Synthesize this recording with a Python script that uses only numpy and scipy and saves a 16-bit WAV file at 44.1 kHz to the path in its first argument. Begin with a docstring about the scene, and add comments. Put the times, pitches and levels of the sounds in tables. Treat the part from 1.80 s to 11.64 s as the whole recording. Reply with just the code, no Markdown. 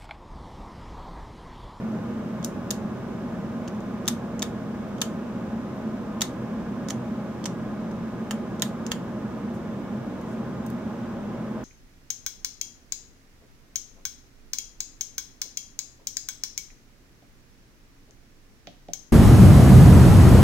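"""A hand turns the rotary switches of an old valve instrument. Each detent snaps, often in two or three
contacts a few milliseconds apart, among faint taps and ticks; each impact excites damped modes of spring,
panel and wafers, and a small room reverberates. Behind them the cooling fan hums and drives turbulence
through the resonances of the metal cabinet, and the hand rustles. Two close microphones receive it."""
import sys
import numpy as np
from scipy import signal
from scipy.fft import rfft, irfft, next_fast_len
from scipy.io import wavfile
from scipy.ndimage import uniform_filter1d, map_coordinates

SR = 44100
rng = np.random.default_rng(int(sys.argv[2]) if len(sys.argv) > 2 else 0)


def transcribe(signal):
    """Save signal, clipped to [-1, 1], as a 16-bit WAV file at the path in sys.argv[1]."""
    frames = np.atleast_2d(signal).T
    limited = np.clip(frames, -1, 1)
    pcm = np.round(limited * 32767).astype(np.int16)
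    wavfile.write(sys.argv[1], SR, pcm)


N = 433944


def amp(db):
    """Amplitude ratio of a level in decibels."""
    return 10 ** (np.asarray(db) / 20)


def unit_rms(x):
    """Normalisation to a root mean square of 1."""
    return x / np.sqrt(np.mean(x ** 2) + 1e-20)


def curve_at(points, hz):
    """Interpolation of (frequency_hz, value) points on a logarithmic frequency axis."""
    frequencies, values = np.transpose(points)
    return np.interp(np.log(hz + 1), np.log(frequencies + 1), values)


def filtered(x, response):
    """Linear filtering: the spectrum is multiplied by a complex frequency response."""
    n = x.shape[-1]
    size = next_fast_len(n + 8192)
    return irfft(rfft(x, size) * response(np.fft.rfftfreq(size, 1 / SR)), size)[..., :n]


def wobble(rate_hz):
    """Slow random modulation: a spline through rate_hz Gaussian values a second."""
    knots = rng.standard_normal(int(N * rate_hz / SR) + 4)
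    return map_coordinates(knots, [np.arange(N) * rate_hz / SR])


# Spectrum of the turbulent air: frequency_hz, relative_density_db
TURBULENCE = [(12, -60), (20, -26), (59, -18.5), (119, -11.5), (144, -15.5), (219, -3), (266, -8.5),
              (306, -11.5), (439, -17), (614, -18), (767, -23), (1200, -24.5), (1670, -32), (1920, -35),
              (15500, -60)]
# Peaks and dips from cabinet, room and microphone: centre_hz, width_hz, gain_db
RESONANCES = [(25, 6, 3), (35, 6, -6), (131.8, 17, 7.5), (141.8, 9.1, -7), (169, 16.2, 6.5), (215, 25, 3),
              (235.4, 6.1, 3.5), (288, 7.2, -9.5), (290, 9.6, 1), (349.5, 19.5, 3), (382.8, 6.2, 5),
              (428, 10, -4.5), (471, 18, 4), (552.4, 26, 3.5), (628.4, 20.4, 5.5), (827, 20, 7),
              (1041, 35, 5.5), (1228, 10.4, 7.5), (1486, 39, 5), (1644, 32, 7), (1770, 57, 3),
              (2212, 17, 7.5), (4370, 540, -3), (6240, 1300, 2), (10400, 1600, -4.5), (13500, 2700, 1.5)]
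# Likeness of the fan noise at the two microphones: frequency_hz, coherence
FAN_COHERENCE = [(60, 0.68), (100, 0.93), (180, 1), (310, 0.92), (550, 0.85), (950, 0.81), (1650, 0.69),
                 (2860, 0.23), (4970, 0.23), (8640, 0.081), (15000, 0.02)]
# Level difference between the microphones: frequency_hz, left_minus_right_db
FAN_BALANCE = [(40, -2), (65, 3.5), (99, -4.5), (160, 2.5), (270, -2.5), (450, -2.5), (740, 1), (1220, -1),
               (2010, -2), (3330, -1.5), (5500, 0), (9080, 0.5), (15000, 0)]
FAN_DB, FAN_DRIFT_DB = -32, 0.07


def fan_noise():
    """Source and filter: resonances colour turbulence, coherent in the bass and diffuse in the treble."""
    def colour(hz):
        resonance_db = sum(db * np.exp(-.5 * ((hz - centre) / (width / 2)) ** 2)
                           for centre, width, db in RESONANCES)
        angle = np.arccos(np.clip(curve_at(FAN_COHERENCE, hz), -1, 1)) / 2  # divides mid from side
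        return amp(curve_at(TURBULENCE, hz) + resonance_db) * [np.cos(angle), np.sin(angle)]

    def paths(hz):
        sign = np.array([[1], [-1]])
        delay = np.exp(-2j * np.pi * hz * 3e-5 * sign)  # the fan is nearer the right microphone
        return amp(curve_at(FAN_BALANCE, hz) / 2 * sign) * delay

    mid, side = filtered(rng.standard_normal((2, N)), colour)
    air = filtered(np.array([mid + side, mid - side]), paths)
    return amp(FAN_DB + FAN_DRIFT_DB * wobble(1.42)) * unit_rms(air)


# Blade and motor tones: pitch_hz, level_db, wander_hz
FAN_TONES = [(128, -51.5, 3.7), (210.7, -40, 9.24), (241.5, -46, 7.2)]


def fan_hum():
    """Rotation radiates tones, randomly modulated in level and pitch and alike at both microphones."""
    hum = np.zeros(N)
    for pitch_hz, level_db, wander_hz in FAN_TONES:
        amplitude = np.sqrt(2) * amp(level_db + 1.5 * wobble(6))
        phase = 2 * np.pi * np.cumsum(pitch_hz + wander_hz * wobble(25)) / SR
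        hum += amplitude * np.sin(phase)
    return hum


# Rubs of skin or sleeve: centre_s, half_length_s, level_db
HAND_RUBS = [(7.757, .02, -62), (8.51, .05, -63), (8.88, .03, -69)]


def hand_rustle():
    """Friction noise: the moving hand makes faint, fluttering swells of treble hiss."""
    t = np.arange(N) / SR
    swell = sum(amp(db) * np.exp(-((t - centre_s) / half_s) ** 4) for centre_s, half_s, db in HAND_RUBS)
    spectrum = [(3000, -22.5), (6500, 7.0), (15000, -7.0)]  # frequency_hz, gain_db
    hiss = filtered(rng.standard_normal((2, N)), lambda hz: amp(curve_at(spectrum, hz)))
    return swell * amp(1.5 * wobble(55)) * unit_rms(hiss)


# Reverberation time of the room: frequency_hz, t60_s
ROOM_DECAY = [(1000, 0.2), (3500, 0.2), (7000, 0.21), (12000, 0.2), (15500, 0.11)]
# Spectrum at the start of the reverberation: frequency_hz, relative_level_db
ROOM_SPECTRUM = [(600, -10.5), (1200, 1), (2400, -1), (3300, -3.5), (5000, -3.5), (7000, -5.5), (8500, -2),
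                 (15500, -3)]


def reverberation(dry):
    """Convolution with a diffuse field, decaying exponentially in each band, and one discrete echo."""
    hz, t, noise = signal.stft(rng.standard_normal((2, SR // 3)), SR, nperseg=128)
    decay = amp(curve_at(ROOM_SPECTRUM, hz)[:, None] - 60 * t / curve_at(ROOM_DECAY, hz)[:, None])
    tail = signal.istft(noise * decay, SR, nperseg=128)[1]
    tail = amp(-12.5) * tail / np.linalg.norm(tail[0])
    response = np.pad(tail, ((0, 0), (round(.006 * SR), 0)))  # the first reflections take 6 ms
    response[:, round(.0352 * SR)] += amp(-36)  # echo from a far wall
    return signal.fftconvolve(dry, response, axes=1)


def ring(modes, age_s, spread_rad, scrape_db, centre_hz=None, log_width=.1):
    """Modal superposition: damped sines roughened by scraping metal, scaled to rms 1 near the peak."""
    hz, db, t60_s = np.transpose(modes)[:, :, None, None]
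    if centre_hz:  # the contact favours modes near this frequency
        db = db - 6 * np.minimum((np.log(hz / centre_hz) / log_width) ** 2, 2.2)
    shared_phase, phase_offset, scatter_db, detune = rng.standard_normal((4, len(modes), 2, 1))
    hz = hz * (1 + .008 * detune[:, :1])  # each contact rings at slightly different, random pitches
    # Each mode radiates differently to each microphone.
    phase = 2 * np.pi * shared_phase[:, :1] + spread_rad * phase_offset
    scrape = uniform_filter1d(rng.standard_normal((len(modes), 2, len(age_s))), size=22, axis=2)
    roughness = 1 + amp(scrape_db) * unit_rms(scrape)
    decay_s = np.maximum(age_s, 0)
    attack = np.clip(1 - age_s / age_s[0], 0, 1) ** 2
    impact = 1 + 0.79 * amp(-60 * decay_s / 0.011)  # the blow stands above the ringing
    amplitude = amp(db + scatter_db - 60 * decay_s / t60_s) * roughness
    sound = np.sum(amplitude * np.sin(2 * np.pi * hz * age_s + phase), axis=0) * attack * impact
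    near_peak = (age_s > -.0005) & (age_s < .0015)
    return sound / np.sqrt(np.mean(sound[:, near_peak] ** 2))


# Modes of the panel, spring, snap, wafers and top sizzle: pitch_hz, relative_level_db, t60_s
PANEL_MODES = [(965, 8.5, 0.01), (1314, 0.5, 0.051), (1668, -1, 0.038), (1796, 0.5, 0.057),
               (2000, 2, 0.015), (2240, -9, 0.066)]
SPRING_MODES = [(2400, -12, 0.0071), (2710, 4.5, 0.014), (2900, 0, 0.028), (3153, 0, 0.038),
                (3446, 1, 0.02), (3730, 1.5, 0.028), (3900, -20, 0.02), (4360, 3, 0.011),
                (4500, 7.5, 0.018), (4800, 0, 0.012)]
SNAP_MODES = [(5300, 7, 0.018), (5640, 8, 0.055), (5690, -3, 0.037), (6160, -2.5, 0.019), (6490, 2, 0.034),
              (6770, 2.5, 0.019), (7400, -0.5, 0.034)]
WAFER_MODES = [(8220, 1.5, 0.021), (9200, -4, 0.013), (9900, -5.5, 0.017), (11050, -6.5, 0.043)]
SIZZLE_MODES = [(12700, 6, 0.027), (13300, -22, 0.0098), (13550, -4, 0.016), (14300, 10, 0.016)]


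def contact(level_db, panel_db, spring_db, spring_hz, bright_db, snap_hz, rise_s):
    """Impact excitation: one contact rings all parts at once, heard directly and by reflection."""
    age_s = np.arange(round(.05 * SR)) / SR - np.clip(rise_s, .0001, .008)  # zero at the end of the rise
    snap = ring(SNAP_MODES, age_s, spread_rad=1.56, scrape_db=3.5, centre_hz=snap_hz)
    panel = ring(PANEL_MODES, age_s, spread_rad=.4, scrape_db=-10)
    spring = ring(SPRING_MODES, age_s, spread_rad=.96, scrape_db=-7.5, centre_hz=spring_hz, log_width=.089)
    wafers = ring(WAFER_MODES, age_s, spread_rad=1.4, scrape_db=-.5)
    sizzle = ring(SIZZLE_MODES, age_s, spread_rad=2.2, scrape_db=3) * amp([[1.8], [-1.8]])  # leans left
    treble = amp(-11 + bright_db) * wafers + amp(-12 + 1.3 * bright_db) * sizzle
    dry = amp(level_db) * (snap + amp(panel_db) * panel + amp(spring_db) * spring + treble)
    reflected = reverberation(dry * amp(3 - 60 * np.abs(age_s) / .018))  # mostly the impact feeds the room
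    pan_db = -2.5 - .12 * panel_db  # left minus right; the panel radiates more to the right
    direct = dry * amp([[pan_db / 2], [-pan_db / 2]])
    return reflected + np.pad(direct, ((0, 0), (0, reflected.shape[1] - len(age_s))))


# Sharp clicks: loud detent snaps, plus a few faint finger taps and thin high ticks:
# start_s, level_db, relative_panel_db, relative_spring_db, spring_centre_hz, brightness_db
SHARP_CLICKS = [(0.6456, -24.5, -34, -9.5, 3900, 1), (0.9057, -22, -32, -13, 3930, -2),
                (0.91, -24.5, -14, -2, 3950, 3), (1.8772, -43, -3, 1, 2880, -5),
                (1.8815, -45, -5, -1, 4400, -5), (2.2783, -21, -14, 0, 3560, 4.5),
                (2.2832, -20, -8, -3.5, 3490, 2), (2.5935, -33, -26, -14, 3080, -13),
                (2.6211, -26, -20, -2, 3600, -6), (2.626, -26, -3.5, 1, 3630, 2),
                (3.215, -22, -20, -3.5, 3680, -0.5), (3.218, -23, -5.5, 0.5, 3130, 2),
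                (4.4085, -28, -10, -4, 3180, -3), (4.4172, -20, -12, 1.5, 3850, 2),
                (4.4201, -20.5, -6.5, -8, 3820, -4), (5.0857, -33, -6, -6, 3700, -7),
                (5.1003, -37, -3, -4, 4160, -3), (5.1047, -27.5, -8, -5.5, 3230, -5),
                (5.6561, -26.5, -6.5, -8, 3100, -15), (5.66, -29, -5, -6, 3600, -13),
                (6.509, -32, 3, 4, 3000, 1), (6.5128, -34.5, 2, -3, 3070, 4),
                (6.8209, -18.5, -17, -3.5, 3680, 3), (6.825, -31, 2.5, 5, 3400, -4),
                (7.0647, -32.5, -25, -10, 2850, -12), (7.117, -24.5, -5, 1, 3220, 1),
                (8.413, -56, -20, -9, 2870, 7), (8.864, -48.5, -25, -11, 3450, 10),
                (8.9012, -52, -25, -2, 4400, 11)]
# Soft contacts as the roller climbs to a detent or a finger meets the knob:
# start_s, level_db, relative_panel_db, rise_s
SOFT_CONTACTS = [(0.627, -46, -5, .0014), (0.64, -47, -10, .0007), (1.947, -56, -30, .001),
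                 (2.003, -55, -30, .003), (2.2546, -46, -27, 0.0034), (2.268, -44, -10, .0015),
                 (3.1819, -52, -10, .0007), (3.206, -47, -29, 0.0012), (5.64, -39, -8, 0.0015),
                 (6.111, -54, -30, .002), (6.796, -42, -25, 0.0012), (7.112, -42, 0, 0.002)]


def rotary_switch():
    """Superposed transients: sharp clicks rise abruptly; soft contacts rise more slowly and sound dull."""
    events = [(start_s, contact(*strike, snap_hz=6690, rise_s=.000615))
              for start_s, *strike in SHARP_CLICKS]
    for start_s, level_db, panel_db, rise_s in SOFT_CONTACTS:
        sound = contact(level_db, panel_db, spring_db=2 + .25 * panel_db, spring_hz=3320,
                        bright_db=-6, snap_hz=6370, rise_s=rise_s)
        events.append((start_s, sound))
    track = np.zeros((2, N + SR))
    for start_s, sound in events:
        start = round(start_s * SR)
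        track[:, start:start + sound.shape[1]] += sound
    return track[:, :N]


def scene():
    """Linear superposition: the sound pressures of fan, switch and hand add."""
    return fan_noise() + fan_hum() + rotary_switch() + hand_rustle()


def record(dry):
    """Frequency response of the microphones: a narrow notch and a steep upper band limit."""
    notch_hz, width_hz, depth, top_hz = 7860, 180, 0.41, 15800

    def response(hz):
        notch = 1 - depth * 1j * hz * width_hz / (notch_hz ** 2 - hz ** 2 + 1j * hz * width_hz)
        return notch * np.clip((top_hz - hz) / 120, 0, 1) ** 2

    return filtered(dry, response)


dry = scene()
out = record(dry)
transcribe(out)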